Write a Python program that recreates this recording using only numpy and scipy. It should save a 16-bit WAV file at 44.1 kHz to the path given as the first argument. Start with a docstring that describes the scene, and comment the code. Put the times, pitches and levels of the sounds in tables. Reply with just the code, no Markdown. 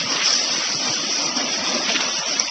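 """A jet of thick slurry and air rushes from a discharge pipe and spits fine spray, outdoors and close by.
Where it lands on wet mud it slaps, gulps and gurgles; heavy lumps plop, and a few drops snap sharply.
Spray, jet and landing are rains of damped rings over coloured hiss; air sputters at the mouth.
The recorder's noise reduction hollows the weaker bands, and its overload crisps the sharpest snaps."""
import sys
import numpy as np
from scipy import signal
from scipy.fft import rfft, irfft, next_fast_len
from scipy.io import wavfile
from scipy.ndimage import map_coordinates

SR = 44100
rng = np.random.default_rng(int(sys.argv[2]) if len(sys.argv) > 2 else 0)


def waveform_to_disk(signal):
    """Save audio, clipped to [-1, 1], as 16-bit WAV at the path in sys.argv[1]."""
    frames = np.transpose(np.atleast_2d(signal))
    scaled = np.clip(frames, -1, 1) * 32767
    samples = np.round(scaled).astype(np.int16)
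    wavfile.write(sys.argv[1], SR, samples)


N = 110250  # samples, 2.5 s

# Colours shape noise and bubbles before levelling: freq_hz, level_db (relative)

# Fine spray in the air, ahead of SPRAY_TRIM_DB: time_s, level_db
SPRAY_LEVEL = [(0, -24), (.08, -26), (.11, -21.5), (.232, -24.5), (.257, -16), (.325, -16), (.365, -20),
               (.42, -19.5), (.47, -23.5), (.53, -20.5), (.66, -22), (.8, -22.5), (.89, -21), (1.02, -24),
               (1.18, -22), (1.28, -23), (1.32, -26.5), (1.4, -23.5), (1.46, -27.5), (1.55, -22),
               (1.62, -26), (1.7, -21.5), (1.81, -25.5), (1.91, -20.5), (1.96, -24), (2.06, -24),
               (2.19, -24), (2.24, -28.5), (2.27, -23.5), (2.43, -23), (2.5, -26)]
# Colour of the spray: freq_hz, level_db
SPRAY_TONE = [(2500, -50), (3900, -14), (4450, -7.5), (5200, -3.5), (5950, -1.5), (9000, -3)]
# Midrange rush of the jet, ahead of JET_TRIM_DB: time_s, level_db
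JET_LEVEL = [(0, -24), (.04, -28.5), (.14, -28), (.21, -24), (.29, -24.5), (.36, -28), (.56, -28.5),
             (.63, -27), (.77, -30), (.94, -27.5), (1, -32), (1.05, -29.5), (1.25, -28.5), (1.34, -32),
             (1.38, -28), (1.62, -29.5), (1.69, -27), (1.76, -27), (1.8, -30), (1.9, -26.5), (2.07, -27.5),
             (2.14, -30), (2.4, -28.5), (2.46, -32), (2.5, -32.5)]
# Colour of the rush: freq_hz, level_db
JET_TONE = [(700, -27.5), (1200, -8), (1550, -6), (2000, -3.5), (2650, -1.5), (3350, 0.5), (3950, 0.5),
            (4600, -2), (6500, -40.5)]
# Air pockets bursting at the pipe mouth: centre_s, width_s, level_db
AIR_BURSTS = [(0.168, 0.0053, -24), (0.202, 0.0024, -23), (0.225, 0.0066, -23), (0.269, 0.0052, -24),
              (1.896, 0.008, -20.5), (1.921, .004, -25), (1.961, 0.0072, -15.5), (2.009, 0.0039, -20),
              (2.483, 0.0078, -28)]
# Colour of the bursts: freq_hz, level_db
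AIR_BURST_TONE = [(600, -22), (1800, -15), (2300, -10), (2750, -1.5), (3300, -9.5), (3900, -5.5),
                  (5000, -31.5)]
# Stream landing on mud, ahead of the slap and gurgle trims: time_s, slap_db, gurgle_db
LANDING_LEVEL = [(0, -35, -37), (.17, -33.5, -36), (.29, -36.5, -37), (.33, -38, -35.5), (.47, -36.5, -39),
                 (.55, -34.5, -36.5), (.7, -36, -37.5), (.8, -36.5, -34.5), (.88, -34.5, -35),
                 (.98, -37, -37.5), (1.04, -37.5, -33), (1.15, -37, -37.5), (1.27, -33, -33),
                 (1.34, -36, -38), (1.39, -34.5, -29), (1.5, -35.5, -35.5), (1.64, -35, -35.5),
                 (1.74, -32.5, -29.5), (1.82, -35, -33.5), (1.91, -35.5, -31.5), (2.04, -33.5, -33.5),
                 (2.17, -37, -39), (2.29, -34.5, -38.5), (2.36, -38.5, -38), (2.5, -37.5, -39.5)]
# Colour of the wet slaps: freq_hz, level_db
SLAP_TONE = [(250, -34.5), (480, -3), (700, -6.5), (880, -2), (1020, -2), (1280, -2), (1500, -9),
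             (1850, -12), (3000, -28.5)]
# Hollow gulping in the pit the stream digs, ahead of PIT_TRIM_DB: time_s, level_db
PIT_LEVEL = [(0, -39.5), (.17, -38.5), (.22, -41), (.42, -39), (.55, -42.5), (.78, -40.5), (.83, -36),
             (.91, -33), (.97, -46), (1.06, -38.5), (1.21, -34.5), (1.32, -41), (1.41, -32), (1.52, -37.5),
             (1.73, -31.5), (1.8, -36), (1.91, -36.5), (1.97, -38.5), (2.3, -35.5), (2.5, -42)]
# Colour of the pit: freq_hz, level_db
PIT_TONE = [(420, -28.5), (540, -3.5), (650, 1), (740, -1.5), (950, -2.5)]
# Colour of the large bubbles in the mud: freq_hz, level_db
GURGLE_TONE = [(110, -52.5), (160, -12), (200, -6), (262, -1), (320, -3), (400, -3.5), (560, -19),
               (1200, -56)]
# Colour of the low rumble: freq_hz, level_db
RUMBLE_TONE = [(20, -6.5), (70, -5.5), (140, -1), (300, -21.5), (600, -34.5)]
# Gobs splashing down: centre_s, width_s, slap_db, spray_db
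GOBS = [(0.286, 0.01, -28, -27.5), (0.527, .012, -37, -17), (1.26, 0.0054, -36, -21),
        (1.371, 0.0065, -35, -13), (1.694, .01, -36, -29), (1.748, 0.0049, -31.5, -18),
        (1.886, 0.0086, -28.5, -28), (2.013, 0.011, -33, -16.5), (2.085, .006, -28.5, -29),
        (2.19, 0.0022, -39, -15), (2.407, 0.0082, -29, -27)]
# Lumps landing and the air pockets they trap: start_s, pitch_hz, level_db
LUMPS = [(.0, 166, -30.5), (.045, 116, -30), (0.145, 159, -34), (.295, 734, -30.5), (0.514, 242, -34),
         (0.569, 149, -33.5), (0.744, 147, -30.5), (0.864, 141, -34), (0.891, 135, -29.5), (.906, 325, -30),
         (0.99, 164.6, -37), (1.026, 362, -32), (1.186, 298, -30.5), (1.249, 163, -29), (1.284, 263, -28),
         (1.362, 266, -22.5), (1.372, 715, -30), (1.427, 254, -24.5), (1.565, 243, -28.5),
         (1.596, 93, -28.5), (1.682, 284, -31), (1.695, 662, -29), (1.726, 252, -27), (1.739, 368, -27),
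         (1.749, 631, -26.5), (1.775, 268, -30), (1.879, 219, -27.5), (1.895, 481, -27), (1.897, 702, -24),
         (1.942, 312, -29), (1.976, 247, -32.5), (2.183, 172, -32.5), (2.33, 286, -32.5), (2.44, 130, -33)]
# Single sharp drops, ahead of the recorder: centre_s, pitch_hz, peak_db
SHARP_DROPS = [(0.2605, 5280, -4.5), (0.307, 5410, -5.5), (.329, 5360, -10.5), (0.7562, 5300, -14.5),
               (2.3983, 5620, -1), (2.3997, 5660, -10)]
# Microphone response: freq_hz, gain_db
MICROPHONE_RESPONSE = [(6000, -0.5), (6120, -17), (6350, -9), (6480, -26), (7700, -19), (8300, -28.5),
                       (8750, -40)]
# Threshold of the recorder's noise reduction: freq_hz, level_db (per Hz)
NOISE_THRESHOLD = [(60, -50.5), (130, -56), (190, -69), (260, -65.5), (350, -65.5), (430, -63.5),
                   (650, -66.5), (1000, -66), (1500, -63.5), (2500, -67), (3500, -64.5), (4000, -67.5),
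                   (4800, -61.5), (6000, -66)]

SPRAY_TRIM_DB, JET_TRIM_DB = 4, 1.18
SLAP_TRIM_DB, PIT_TRIM_DB, GURGLE_TRIM_DB, RUMBLE_DB = 2, -0.7, -1, -43.5
HOLLOW_HZ, HOLLOW_WIDTH_HZ, HOLLOW_WANDER_HZ, HOLLOW_DB = 3930, 150, 130, -6  # a wandering dip
PLOP_RISE_S, PLOP_T60_S, PLOP_GLIDE_PER_S = 0.008, 0.085, -2.7  # glide as a fraction of pitch
SNAP_WIDTH_S = 0.00052
SUPPRESS_DEPTH_DB, SUPPRESS_KNEE_DB, SUPPRESS_BLUR_HZ, SUPPRESS_BLUR_S = -15, .6, 13, .008
CLIP_LEVEL = .74  # full scale is 1
BAND_HZ, TOP_HZ = 8800, 15500


def amp(db):
    """Decibels to amplitude."""
    return 10 ** (np.asarray(db) / 20)


def unit(x):
    """x brought to rms 1."""
    return x / np.sqrt(np.mean(x ** 2) + 1e-20)


def clock():
    """The time of every sample in seconds."""
    return np.arange(N) / SR


def curves(rows):
    """One value per sample for each column after the time."""
    time_s, *columns = np.transpose(rows)
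    return [np.interp(clock(), time_s, column) for column in columns]


def wobble(rate):
    """A smooth random curve, rate knots a second."""
    knots = rng.standard_normal(int(N * rate / SR) + 4)
    return map_coordinates(knots, [clock() * rate])


def bell(u):
    """A Gaussian bell of height 1."""
    return np.exp(-.5 * u ** 2)


def swell(centre_s, width_s):
    """A bell-shaped surge in time."""
    return bell((clock() - centre_s) / width_s)


def filtered(x, response):
    """x times a response of frequency."""
    size = next_fast_len(N + 8192)
    hz = np.fft.rfftfreq(size, 1 / SR)
    return irfft(rfft(x, size) * response(hz), size)[:N]


def coloured(x, tone):
    """x through a tone table, joined up on a log frequency axis."""
    freq_hz, level_db = np.transpose(tone)
    return filtered(x, lambda hz: amp(np.interp(np.log(hz + 1), np.log(freq_hz), level_db)))


def hiss(tone):
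    """Coloured noise of rms 1."""
    return unit(coloured(rng.standard_normal(N), tone))


def bubbles(rate, low_hz, high_hz, cycles, spread_db, glide):
    """A random rain of damped rings, rate a second, whose pitch rises by glide as they fade; rms 1."""
    when, pitch, size, life = rng.random((int(rate * N / SR), 4)).T[:, :, None]
    hz = low_hz * (high_hz / low_hz) ** pitch
    k = np.arange(int(1.5 * cycles * SR / low_hz) + 2)
    age = k / SR * hz / (cycles * (.5 + life))  # 1 when a ring has fallen by 60 dB
    phase = 2 * np.pi * hz * k / SR * (1 + glide * np.minimum(age, 1) / 2)
    ring = np.sin(phase) * amp(-60 * age) * (1 - np.exp(-20 * age))
    size_db = spread_db * np.minimum(-np.log(1 - size), np.log(50))
    gain = amp(size_db) * np.sqrt(hz)
    place = (when * N).astype(int) + k
    return unit(np.bincount(place.ravel(), (gain * ring).ravel(), N)[:N])


def blurred(cells, hz, t, width_hz, width_s):
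    """A weighted mean over neighbouring frequencies and moments."""
    across_hz = bell((hz[:41] - hz[20]) / width_hz)
    across_s = bell((t[:61] - t[30]) / width_s)
    weights = np.outer(across_hz, across_s)
    return signal.fftconvolve(cells, weights / weights.sum(), "same")


def patchy(x, patchy_db, patch_hz, patch_s):
    """Random patches of the spectrum are lifted and hollowed, as by noise reduction, with a wandering dip; rms 1."""
    hz, t, z = signal.stft(x, SR, nperseg=512)
    field = unit(blurred(rng.standard_normal(z.shape), hz, t, patch_hz, patch_s))
    patches_db = patchy_db * np.minimum(field, 1)
    centre_hz = HOLLOW_HZ + HOLLOW_WANDER_HZ * np.interp(t, clock(), wobble(20))
    dip_db = HOLLOW_DB * bell((hz[:, None] - centre_hz) / HOLLOW_WIDTH_HZ)
    return unit(signal.istft(z * amp(patches_db + dip_db), nperseg=512)[1][:N])


def spray():
    """Fine droplets crackle over a hiss and flare with each splash."""
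    level_db, = curves(SPRAY_LEVEL)
    drops = bubbles(rate=4200, low_hz=4284, high_hz=6620, cycles=14.4, spread_db=1.14, glide=0.072)
    drops_and_hiss = drops + amp(2.0) * unit(rng.standard_normal(N))
    fizz = patchy(coloured(drops_and_hiss, SPRAY_TONE), patchy_db=2.0, patch_hz=200, patch_s=0.014)
    flares = sum(amp(db) * swell(s, width_s) for s, width_s, _, db in GOBS)
    flutter_db = .4 * wobble(45)
    steady = amp(level_db + SPRAY_TRIM_DB + flutter_db)
    return fizz * np.hypot(steady, flares)


def sputters():
    """Pockets of air burst at the mouth in brief surges of short rings."""
    bursts = sum(amp(db) * swell(s, width_s) for s, width_s, db in AIR_BURSTS)
    rings = bubbles(rate=2500, low_hz=1470, high_hz=4020, cycles=6.3, spread_db=0.0, glide=.08)
    return bursts * unit(coloured(rings, AIR_BURST_TONE))


def jet():
    """The stream tears apart in the air; long narrow rings add sustained, warbling strands to the rush."""
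    level_db, = curves(JET_LEVEL)
    tearing = bubbles(rate=1800, low_hz=1093, high_hz=4560, cycles=22, spread_db=2.0, glide=.08)
    strands = bubbles(rate=420, low_hz=1102.6, high_hz=3791, cycles=280, spread_db=0.65, glide=.012)
    rush = unit(coloured(tearing + amp(2.0) * strands, JET_TONE)) + amp(-2) * hiss(JET_TONE)
    rush = patchy(rush, patchy_db=2.5, patch_hz=37, patch_s=0.021)
    return rush * amp(level_db + JET_TRIM_DB) + sputters()


def landing():
    """The stream slaps on the mud, gulps in the pit it digs and churns large bubbles into it."""
    slap_db, gurgle_db = curves(LANDING_LEVEL)
    pit_db, = curves(PIT_LEVEL)

    slaps = bubbles(rate=700, low_hz=451.2, high_hz=2009, cycles=30, spread_db=0.0, glide=0.07)
    slaps = unit(coloured(slaps, SLAP_TONE)) + amp(1) * hiss(SLAP_TONE)
    slaps = patchy(slaps, patchy_db=3.5, patch_hz=34, patch_s=0.031)
    flares = sum(amp(db) * swell(s, width_s) for s, width_s, db, _ in GOBS)

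    gulps = bubbles(rate=320, low_hz=481, high_hz=812, cycles=28.3, spread_db=1.0, glide=0.08)
    gulps = unit(coloured(gulps, PIT_TONE))
    gurgle = bubbles(rate=500, low_hz=160.5, high_hz=492, cycles=17.9, spread_db=-0.24, glide=0.15)
    gurgle = unit(coloured(gurgle, GURGLE_TONE))

    return (slaps * amp(slap_db + SLAP_TRIM_DB)
            + flares * hiss(SLAP_TONE)
            + gulps * amp(pit_db + PIT_TRIM_DB)
            + gurgle * amp(gurgle_db + GURGLE_TRIM_DB)
            + amp(RUMBLE_DB) * hiss(RUMBLE_TONE))


def plops():
    """Each lump opens a cavity that rings briefly and sinks in pitch."""
    out = np.zeros(N + SR)
    t = np.arange(SR // 5) / SR
    shape = (1 - np.exp(-(t / PLOP_RISE_S) ** 2)) * amp(-60 * t / PLOP_T60_S)
    shape = shape / shape.max()
    for start_s, pitch_hz, level_db in LUMPS:
        ring = np.sin(2 * np.pi * pitch_hz * t * (1 + PLOP_GLIDE_PER_S * t / 2))
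        start = round(start_s * SR)
        out[start:start + len(t)] += amp(level_db) * shape * ring
    return out[:N]


def snaps():
    """Single drops snap with a few bright cycles."""
    out = np.zeros(N)
    for centre_s, pitch_hz, peak_db in SHARP_DROPS:
        cycles = np.sin(2 * np.pi * pitch_hz * (clock() - centre_s))
        out += amp(peak_db) * swell(centre_s, SNAP_WIDTH_S) * cycles
    return out


def suppressor(x):
    """Noise reduction turns down narrow bands that sink below threshold, so the rush warbles."""
    hz, t, z = signal.stft(x, SR, nperseg=1024, noverlap=768, scaling="psd")
    power = blurred(2 * np.abs(z) ** 2, hz, t, SUPPRESS_BLUR_HZ, SUPPRESS_BLUR_S)
    level_db = 10 * np.log10(np.abs(power) + 1e-20)
    freq_hz, threshold_db = np.transpose(NOISE_THRESHOLD)
    over_db = level_db - np.interp(np.log(hz + 1), np.log(freq_hz), threshold_db)[:, None]
    opened = (1 + np.tanh(over_db / SUPPRESS_KNEE_DB / 2)) / 2
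    gain = opened + (1 - opened) * amp(SUPPRESS_DEPTH_DB)
    return signal.istft(z * gain, SR, nperseg=1024, noverlap=768, scaling="psd")[1][:N]


def overload(x):
    return x / (1 + np.abs(x / CLIP_LEVEL) ** 16) ** (1 / 16)


def scene():
    """The uneven flow makes jet and landing spurt together."""
    spurt_db = 0.37 * wobble(47.86)
    stream = (jet() + landing()) * amp(spurt_db)
    return (spray() + stream + plops() + snaps())[None]


def record(dry):
    """Noise reduction, the microphone's narrow band, then overload and a steep top limit."""
    x = coloured(suppressor(dry[0]), MICROPHONE_RESPONSE)
    x = overload(filtered(x, lambda hz: hz < BAND_HZ))
    return filtered(x, lambda hz: 1 / (1 + (hz / TOP_HZ) ** 40))[None]


dry = scene()
out = record(dry)
waveform_to_disk(out)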